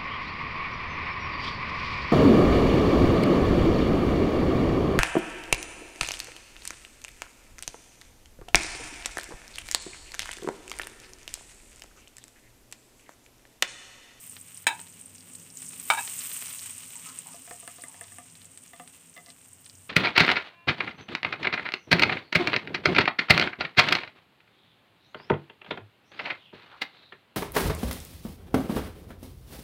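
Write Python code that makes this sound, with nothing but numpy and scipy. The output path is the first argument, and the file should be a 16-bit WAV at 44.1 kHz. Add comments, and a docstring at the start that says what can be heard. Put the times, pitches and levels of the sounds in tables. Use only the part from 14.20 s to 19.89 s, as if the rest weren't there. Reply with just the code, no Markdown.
"""Butter foams in a hot steel pan: grains of bursting steam bubbles over hiss, swelling when it is pushed
onto bare metal. A gas flame rumbles as noise in the low air resonances of a small kitchen; single bubbles pop.
A steel spatula clacks twice on the pan, slides, rubs and later taps the rim: damped modes with noise cracks,
and filtered friction noise for the rubs. A close phone microphone drops the deep bass."""
import sys
import numpy as np
from scipy import signal
from scipy.fft import rfft, irfft, next_fast_len
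from scipy.io import wavfile
from scipy.ndimage import uniform_filter1d, map_coordinates

SR = 44100
rng = np.random.default_rng(int(sys.argv[2]) if len(sys.argv) > 2 else 0)


def store_pcm(level_fs):
    """Save levels as 16-bit WAV."""
    pcm = np.round(np.clip(level_fs, -1, 1) * 32767).astype(np.int16)
    wavfile.write(sys.argv[1], SR, np.atleast_2d(pcm).T)


def volts(x):
    """Linear amplitude factor 10**(x/20) for a level x in dB, scalar or array-like."""
    e = np.asarray(x, float) / 20
    return 10 ** e


N = 250929

# How hard the butter boils, as the level of the fine fizz. Each row: time in seconds, level in dB.
BOIL = [(0, -48.5), (.27, -52.5), (.58, -50.5), (.9, -54), (1.2, -50.5), (1.33, -53.5), (1.385, -45.5),
        (1.63, -46.5), (1.7, -38), (1.9, -38), (2.31, -40), (2.64, -44.5), (3.0, -48), (3.5, -50),
        (3.98, -52), (4.08, -54), (5.1, -57), (5.69, -56)]
MEAN_BOIL_DB = -50


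def unit(x):
    """Scale to rms 1."""
    return x / np.sqrt(np.mean(x ** 2) + 1e-20)


def along(points, hz):
    """Read (Hz, value) points on a log frequency axis."""
    point_hz, value = np.transpose(points)
    return np.interp(np.log(hz + 1), np.log(point_hz + 1), value)


def curve(rows):
    """Interpolate (seconds, value) rows to one value per sample."""
    s, value = np.transpose(rows)
    return np.interp(np.arange(N) / SR, s, value)


def wobble(rate_hz):
    """A smooth random curve with rate_hz knots a second."""
    knots = rng.standard_normal(int(N * rate_hz / SR) + 4)
    return map_coordinates(knots, [np.arange(N) * rate_hz / SR])


def filtered(x, response):
    """Multiply the spectrum of x by a complex response of frequency."""
    size = next_fast_len(N + SR // 2)
    spectrum = rfft(x, size) * response(np.fft.rfftfreq(size, 1 / SR))
    return irfft(spectrum, size)[..., :N]


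def coloured(x, spectrum_db):
    """Causal (minimum-phase) colouring, so that clicks keep a sharp front."""
    size = 2048
    gain = volts(along(spectrum_db, np.fft.rfftfreq(size, 1 / SR)))
    cepstrum = irfft(np.log(gain), size)
    cepstrum[1:size // 2] *= 2
    cepstrum[size // 2 + 1:] = 0
    impulse = irfft(np.exp(rfft(cepstrum)), size)
    return signal.fftconvolve(x, impulse)[:N]


def resonant(modes):
    """Response of (Hz, width Hz, dB) resonances summed with alternating sign."""
    def response(f):
        total = 0
        for k, (hz, width_hz, db) in enumerate(modes):
            damping = 1j * f * width_hz
            total = total + (-1) ** k * volts(db) * damping / (hz * hz - f * f + damping)
        return total
    return response


def lay(start_s, hz, cycles, size):
    """Sum damped sine grains with a soft front, one for each start time."""
    t = np.arange(96) / SR
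    age = t * hz[:, None] / cycles[:, None]
    tone = np.sin(2 * np.pi * hz[:, None] * t)
    grain = size[:, None] * tone * age * np.exp(1 - age)
    where = np.round(start_s * SR).astype(int)[:, None] + np.arange(len(t))
    return np.bincount(where.ravel(), grain.ravel(), N + SR)[:N]


def crackle(count, centre_hz, octaves, cycles, spread_db, clump, hiss_db):
    """Bursting bubbles, few large and many small, in clumps, over steam hiss."""
    when, pitch, size = rng.random((count, 3)).T
    hz = np.clip(centre_hz * 2 ** (octaves * (2 * pitch - 1)), 500, SR / 2.5)
    strength = volts(-spread_db * np.log(1 - .99 * size)) * np.sqrt(hz)
    grains = lay(when * N / SR, hz, np.full(count, cycles), strength)
    return clump * unit(grains) + volts(hiss_db) * rng.standard_normal(N)


def foam():
    """Fizz, spatter and mist follow the boil, spatter partly late; bunching and snaps reach all three."""
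    # Colour of each layer at the microphone. Each row: frequency in Hz, relative gain in dB.
    fizz_colour = [(3000, -26.5), (5000, -12), (6500, -9.5), (7600, -3.5), (8500, 4.5), (9200, -1),
                   (10000, -12), (11300, -13), (12300, -13), (14000, -33)]
    spatter_colour = [(300, -31.5), (700, -18), (1100, -8), (1500, -10.5), (2200, -4.5), (2900, -0.5),
                      (3400, -4.5), (4500, -8.5), (5500, -6), (7000, -4.5), (9000, -47)]
    mist_colour = [(8000, -19.5), (11300, -7), (12500, -13), (13500, -4), (15400, -2.5), (15700, -43),
                   (20000, -78)]
    # Swells and fades of the mist, added to its boil-driven level. Each row: time in seconds, offset in dB.
    mist_swell = [(0, 3.5), (.6, -2.5), (1.52, -3), (1.63, 4.5), (1.75, -3.5), (2.1, 2.5), (2.4, -3),
                  (4, -5), (5.69, -2)]
    # The level dips briefly: start in seconds, end in seconds, gain in dB.
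    level_dip = (.446, .467, -15.5)

    fizz_db = curve(BOIL)
    swing_db = fizz_db - MEAN_BOIL_DB
    quick_share, lag_s = 0.54, 0.27
    keep = np.exp(-1 / (lag_s * SR))
    late_db = signal.lfilter([1 - keep], [1, -keep], swing_db)
    spatter_db = -58 + quick_share * swing_db + (1 - quick_share) * late_db
    mist_db = -57 + 1.1 * swing_db + curve(mist_swell)

    bunch = wobble(20)
    snaps = crackle(count=2500, centre_hz=11500, octaves=0.42, cycles=0.15, spread_db=2.5,
                    clump=volts(0.31 * bunch + 3.9 * wobble(36)), hiss_db=-38)
    fizz = crackle(count=7000, centre_hz=8000, octaves=0.42, cycles=0.61, spread_db=3.0,
                   clump=volts(0.49 * bunch + 1.9 * wobble(60)), hiss_db=-1.5)
    spatter = crackle(count=6000, centre_hz=3000, octaves=1.27, cycles=0.17, spread_db=3,
                      clump=volts(1.1 * bunch + 2.3 * wobble(30)), hiss_db=1.5)
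    mist = crackle(count=6000, centre_hz=13100, octaves=0.38, cycles=0.6, spread_db=5.0,
                   clump=volts(1.2 * bunch + 1.1 * wobble(50)), hiss_db=-0.5)

    total = volts(fizz_db) * unit(coloured(fizz + 0.51 * snaps, fizz_colour))
    total += volts(spatter_db) * unit(coloured(spatter + 1.52 * snaps, spatter_colour))
    total += volts(mist_db) * unit(coloured(mist + 0.59 * snaps, mist_colour))

    t = np.arange(N) / SR
    start_s, end_s, dip_db = level_dip
    inside = 1.0 * (t > start_s) * (t < end_s)
    return total * volts(dip_db * uniform_filter1d(inside, size=150))


def flame():
    """Burner noise gathers in the low air resonances and flickers, over a broad hiss."""
    # Air resonances of the kitchen. Each row: frequency in Hz, width in Hz, relative gain in dB.
    air_low = [(95.8, 4.4, 3), (131, 11, -9)]
    air_next = [(163.3, 11, 2.5), (257.9, 16.8, -0.5), (329, 56, -13), (457, 236, -16.5)]
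    # Level of the upper air resonances before flicker. Each row: time in seconds, level in dB.
    next_level = [(0, -62), (1.5, -56), (2.46, -61.5), (3.0, -60.5), (3.6, -62.5), (5.3, -63.5),
                  (5.69, -67.5)]
    # Flame hiss spectrum. Each row: frequency in Hz, relative gain in dB.
    hush_colour = [(25, 7), (45, -21), (70, -0.5), (100, -9.5), (500, -11.5), (1000, -12), (3000, -18.5),
                   (6000, -43)]

    low_db = -57 - 0.9 * np.arange(N) / SR  # slow fading
    low_db = low_db + 0.83 * wobble(7.5) + 2.5 * wobble(1.43)
    next_db = curve(next_level) + 1.4 * wobble(4.9)
    low = unit(filtered(rng.standard_normal(N), resonant(air_low)))
    upper = unit(filtered(rng.standard_normal(N), resonant(air_next)))
    hush = unit(filtered(rng.standard_normal(N), lambda f: volts(along(hush_colour, f))))
    boom = volts(low_db) * low + volts(next_db) * upper
    boom = filtered(boom, lambda f: (f / 70) ** 3 / (1 + (f / 70) ** 3))
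    return boom + volts(-64.5) * hush


def lesser_pops(count):
    """Rows (s, dB, Hz) of bursts at random moments, louder when the boil is strong."""
    # Bubble sizes. Each row: pitch in Hz, spread either way in octaves, middle level in dB at mean boil.
    bubble_sizes = [(3180, 0.19, -41), (5500, 0.28, -38.5), (8500, 0.044, -37)]
    when, kind, pitch, size = rng.random((count, 4)).T
    centre_hz, octaves, db = np.array(bubble_sizes)[(kind * len(bubble_sizes)).astype(int)].T
    s = 0.01 + when * (N / SR - 0.02)
    swing_db = np.interp(s, *np.transpose(BOIL)) - MEAN_BOIL_DB
    level_db = db + 0.55 * swing_db + 6 * (size - 0.5)
    return np.transpose([s, level_db, centre_hz * 2 ** (octaves * (2 * pitch - 1))])


def pops():
    """Single bursts; small bubbles ring for more cycles, each leaves a short, broader spit of droplets."""
    # Single bursts at set times, loud and faint. 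Each row: time in seconds, nominal peak in dB, pitch in Hz.
    placed_pops = [(0.0762, -32, 8750), (0.0969, -27.5, 8850), (0.1667, -28, 3230), (0.2131, -31, 8300),
                   (0.346, -31, 8600), (0.3751, -29, 8800), (0.594, -29.5, 2700), (0.6018, -30, 8300),
                   (0.6148, -29, 8500), (0.813, -30, 8660), (0.8596, -32, 8850), (1.1512, -37.5, 3970),
                   (1.1542, -27, 8340), (1.372, -44, 4900), (1.3721, -24.5, 7400), (1.42, -26.5, 8350),
                   (1.4243, -33.5, 3000), (1.5989, -23, 8300), (1.877, -22, 3330), (1.9916, -21, 8000),
                   (2.018, -28.5, 3400), (2.1166, -25, 3500), (2.2237, -25, 2700), (2.3083, -30, 3400),
                   (2.3287, -26, 8800), (2.3931, -29, 4320), (2.4956, -30, 8300), (2.581, -27, 8400),
                   (2.756, -28, 8300), (2.7655, -28, 8000), (2.9887, -20, 8500), (3.0704, -29, 8300),
                   (3.3339, -31, 8450), (3.401, -30, 8800), (3.4772, -29.5, 8560), (3.621, -28.5, 8900),
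                   (3.6386, -29, 8700), (3.684, -28, 8470), (3.8109, -27, 8700), (3.8411, -38, 3600),
                   (3.9852, -31, 8700), (4.1538, -37.5, 3740), (4.2175, -37, 3760), (4.2547, -34, 8000),
                   (4.3755, -36, 3200), (4.3748, -32, 8300), (4.6763, -35.5, 3180), (4.6771, -34.5, 8550),
                   (5.0618, -37.5, 4780), (5.1032, -33, 4260), (5.3323, -34, 8470), (5.458, -35.5, 9070),
                   (5.463, -34, 3680), (5.4974, -33.5, 4740)]
    s, db, hz = np.vstack([placed_pops, lesser_pops(count=65)]).T
    cycles = 0.5 * (hz / 4000) ** 2.1
    burst = lay(s - cycles / hz, hz, cycles, volts(db + 1.13))  # the grain's envelope peaks at s
    droplet = lay(s, hz, 0.64 * cycles, volts(db - 1.0))
    t = np.arange(SR // 20) / SR
    spit = rng.standard_normal(len(t)) ** 3 * volts(-60 * t / 0.056) * (t > 0.001)
    return burst + signal.fftconvolve(droplet, spit / np.linalg.norm(spit))[:N]


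def ring(modes, rise_s, scatter_db, rattle):
    """One blow: damped (Hz, dB, t60 s) modes; loose contact shakes their phase and size."""
    hz, db, t60_s = np.transpose(modes)[:, :, None]
    t = np.arange(SR // 4) / SR
    strength_chance, phase_chance = rng.standard_normal((2, len(modes), 1))
    knots = rng.standard_normal((2, len(modes), 40))
    phase_shake, size_shake = signal.resample(knots, len(t), axis=2)
    phase = 2 * np.pi * hz * t + 1.8 * phase_chance + rattle * phase_shake
    level_db = db + scatter_db * strength_chance + 2 * rattle * size_shake - 60 * t / t60_s
    tones = volts(level_db) * np.sin(phase)
    return tones.sum(0) * (1 - np.exp(-t / rise_s))


def clacks():
    """Each contact rings the steel; sharp ones add more snap, crack and dense shimmer of high modes."""
    # Pan and blade modes. Each row: frequency in Hz, free t60 in seconds, then relative level in dB
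    # struck with the corner, struck flat, sliding.
    steel = np.array([(310, 0.32, -12, -38.5, -45), (651, 0.19, -39, -15, -28), (711, 0.23, -20, -23, -16),
                      (847, 0.14, -20, -2, -1), (899, 0.12, 4.5, -26, -15), (914, 0.41, -12, -8, -25),
                      (960, 0.19, -32.5, -7.5, -6.5), (1230, 0.14, -29, 0.5, -15),
                      (1308, 0.19, -12.5, 0, -32), (1468, 0.08, -6.5, -23, -25),
                      (1468, 0.23, -10.5, -8, -27), (1585, 0.094, -11, -9, -19.5), (1647, .11, -5, -5, 0),
                      (1570, 0.084, 2, -28, -10), (1762, 0.057, 7.5, -15.5, -21),
                      (1970, 0.087, -6, -14.5, -14), (2294, 0.094, 5, 5, -5.5), (2580, 0.32, -23, -30, -16),
                      (2580, 0.11, 3, -41, -24), (2600, .16, -8, -30, -29), (2700, 0.092, -5.5, -26, -9),
                      (3093, 0.075, -23, -3, -16), (3158, 0.088, -1, -15, -31), (3620, 0.11, -1, -7, -30),
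                      (3780, 0.069, -4.5, -6, -6), (3950, 0.15, -3.5, -37, -28),
                      (4160, 0.13, -35, -52, -28), (5050, 0.094, -6.5, -30, -28)])
    # Crowds of high modes. Each row: frequency in Hz, width in Hz, relative gain in dB.
    shimmer_modes = [(5070, 570, -1), (6840, 110, 16), (8300, 180, 23), (10400, 330, 10), (12800, 2500, -3)]
    # Contacts. Each row: time in seconds, level in dB, way (0 corner, 1 flat, 2 sliding),
    # ring time as a share of the free one.
    contacts = [(0.4682, -21.5, 0, 0.5), (0.4701, -32, 0, 1.17), (0.4756, -26.5, 0, 0.31),
                (.486, -31.5, 0, 0.36), (0.5, -28.5, 2, 1.14), (1.7012, -18.5, 1, 0.55),
                (1.7085, -23.5, 1, 0.62), (1.722, -29, 1, 0.21), (1.736, -27, 1, 0.19),
                (1.748, -28.5, 2, 0.4), (1.772, -27.5, 2, 0.81), (1.779, -29.5, 2, 0.59),
                (1.787, -23.5, 2, 0.46), (1.797, -30.5, 2, 0.48), (1.812, -44, 2, 0.25)]

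    out, shimmer = np.zeros(N + SR), np.zeros(N + SR)
    t = np.arange(SR // 4) / SR
    for s, db, way, free_share in contacts:
        first_s = min(c[0] for c in contacts if c[2] == way)
        # rebounds rise more slowly, by 0.025 s per s after the first contact
        rise_s = 0.0026 if way == 2 else 0.00033 + 0.025 * (s - first_s)
        modes = np.transpose([steel[:, 0], steel[:, 2 + way], free_share * steel[:, 1]])
        blow = ring(modes, rise_s, scatter_db=0.5, rattle=0.68)
        hardness = 0.00022 / (rise_s + 0.00039)
        snap = 14 * np.sin(2 * np.pi * 2600 * t) * volts(-60 * t / 0.0032)
        crack = uniform_filter1d(rng.standard_normal(len(t)), size=4)
        crack *= volts(-60 * t / 0.0052) + 2.5 * volts(-60 * t / 0.068)
        spray = rng.standard_normal(len(t)) * volts(-60 * t / 0.042)
        start = round(s * SR)
        out[start:][:len(t)] += volts(db) * (blow + hardness * (snap + crack))
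        shimmer[start:][:len(t)] += volts(db + [8, -3, -3][way]) * hardness * spray
    # a thin pan radiates little bass
    body = filtered(out[:N], lambda f: (1j * f / 300 / (1 + 1j * f / 300)) ** 2)
    return body + filtered(shimmer[:N], resonant(shimmer_modes))


def kitchen(x):
    """Room reverberation: each frequency of a noise tail dies at its own speed."""
    # Reverberation time. Each row: frequency in Hz, t60 in seconds.
    tail_t60 = [(200, 0.25), (2000, 0.29), (10000, 0.17)]
    hz, t, z = signal.stft(rng.standard_normal(SR // 2), SR, nperseg=256)
    decay = volts(-60 * t / along(tail_t60, hz)[:, None])
    tail = signal.istft(z * decay, SR, nperseg=256)[1]
    delayed = np.pad(x, (200, 0))
    return signal.fftconvolve(delayed, tail / np.linalg.norm(tail))[:N]


def rubs():
    """Uneven friction excites one blade resonance and its skirts for the length of the stroke."""
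    # Short rubs. Each row: start in seconds, length in seconds, pitch in Hz, width in Hz, level in dB.
    strokes = [(2.75, 0.025, 944, 60, -58.5), (2.853, 0.05, 1275, 80, -55),
               (2.854, 0.049, 1075, 120, -56.5), (3.055, 0.024, 895, 120, -53),
               (3.087, 0.028, 1230, 150, -60), (3.657, 0.17, 910, 300, -62)]
    out, t = np.zeros(N), np.arange(N) / SR
    grit = rng.standard_normal(N) * volts(0.98 * wobble(160))
    for s, length_s, hz, width_hz, db in strokes:
        onset = np.clip((t - s) / 0.0066, 0, 1)
        stroke = onset * volts(-60 * np.maximum(t - s - length_s, 0) / 0.26)
        narrow, skirts = resonant([(hz, width_hz, 0)]), resonant([(hz, 500, 0)])
        out += volts(db) * stroke * unit(filtered(grit, lambda f: narrow(f) * skirts(f)))
    return out


def taps():
    """Light rim taps: landing place sets middle and tick; the blade gains later, its tip twice as fast."""
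    # Modes of the hand-held rim. Each row: frequency in Hz, level in dB relative to its group,
    # t60 in seconds, group rounded to whole (0 body, 1 middle, 2 tick, 3 blade, 4 blade tip).
    rim = np.array([(253, -4, 0.079, 1), (492, -5.5, 0.099, 0.5), (699, 2, 0.14, 0),
                    (1015, -7.5, 0.052, 0.5), (1185, -3, 0.1, 1), (1267, -11.5, 0.15, 1.5),
                    (1760, 10.5, 0.018, 2), (2032, 4, 0.065, 3.5), (2700, -1.5, 0.03, 3),
                    (3500, -11, 0.11, 4)])
    # Taps. Each row: time in seconds, body level in dB, middle over body in dB, tick over body in dB.
    touches = [(3.142, -45.5, -5, -12.5), (3.276, -51.5, -9, 4.5), (3.311, -39.5, -13, -3.5),
               (3.429, -49.5, -4, -7), (3.477, -47, 2, 4), (3.584, -49, -3, -6), (3.637, -48.5, 7, 5.5),
               (3.744, -56, -13, 1.5), (3.812, -47.5, -7, 4.5), (3.92, -61, 8, 4), (3.985, -46, 4, -1.7),
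               (4.534, -49, 2, 1.3), (4.598, -42.5, -1.2, -2.7), (4.965, -55.5, 6, 4), (4.977, -51, 2, 1.8),
               (5.066, -56.5, -1, -4), (5.083, -54, -1, -1)]

    out, t = np.zeros(N + SR), np.arange(SR // 4) / SR
    group = np.round(rim[:, 3]).astype(int)
    for s, body_db, middle_over_db, tick_over_db in touches:
        tick_db = body_db + tick_over_db
        blade_db = tick_db - 7 + 4.5 * (s - touches[0][0])  # gains 4.5 dB per s on the tick
        tip_db = 2 * blade_db - body_db  # strong only when the blade outrings the body
        group_db = np.array([body_db, body_db + middle_over_db, tick_db, blade_db, tip_db])
        body_bend = 1 + 0.0186 * rng.standard_normal()
        hz = rim[:, 0] * np.where(group == 0, body_bend, 1)
        modes = np.transpose([hz, rim[:, 1] + group_db[group], rim[:, 2]])
        crack = uniform_filter1d(rng.standard_normal(len(t)), size=8)
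        crack *= volts(tick_db + 20.5 - 60 * t / 0.0027)
        out[round(s * SR):][:len(t)] += ring(modes, 0.0011, scatter_db=2.0, rattle=0.38) + crack
    return out[:N]


def scene():
    """All sources; clacks and taps also excite the kitchen."""
    hits, light = clacks(), taps()
    struck = hits + volts(-17) * kitchen(hits) + light + volts(-14) * kitchen(light)
    return (struck + rubs() + foam() + pops() + flame())[None]


def top_cut(x):
    """Nothing passes above the cut-off."""
    return signal.sosfilt(signal.butter(12, 16850, fs=SR, output="sos"), x)


def record(dry):
    """The microphone drops the deep bass: second-order high-pass at 50 Hz."""
    mix = filtered(dry, lambda f: (1j * f / 50 / (1 + 1j * f / 50)) ** 2)
    return top_cut(mix)


dry = scene()
out = record(dry)
store_pcm(out)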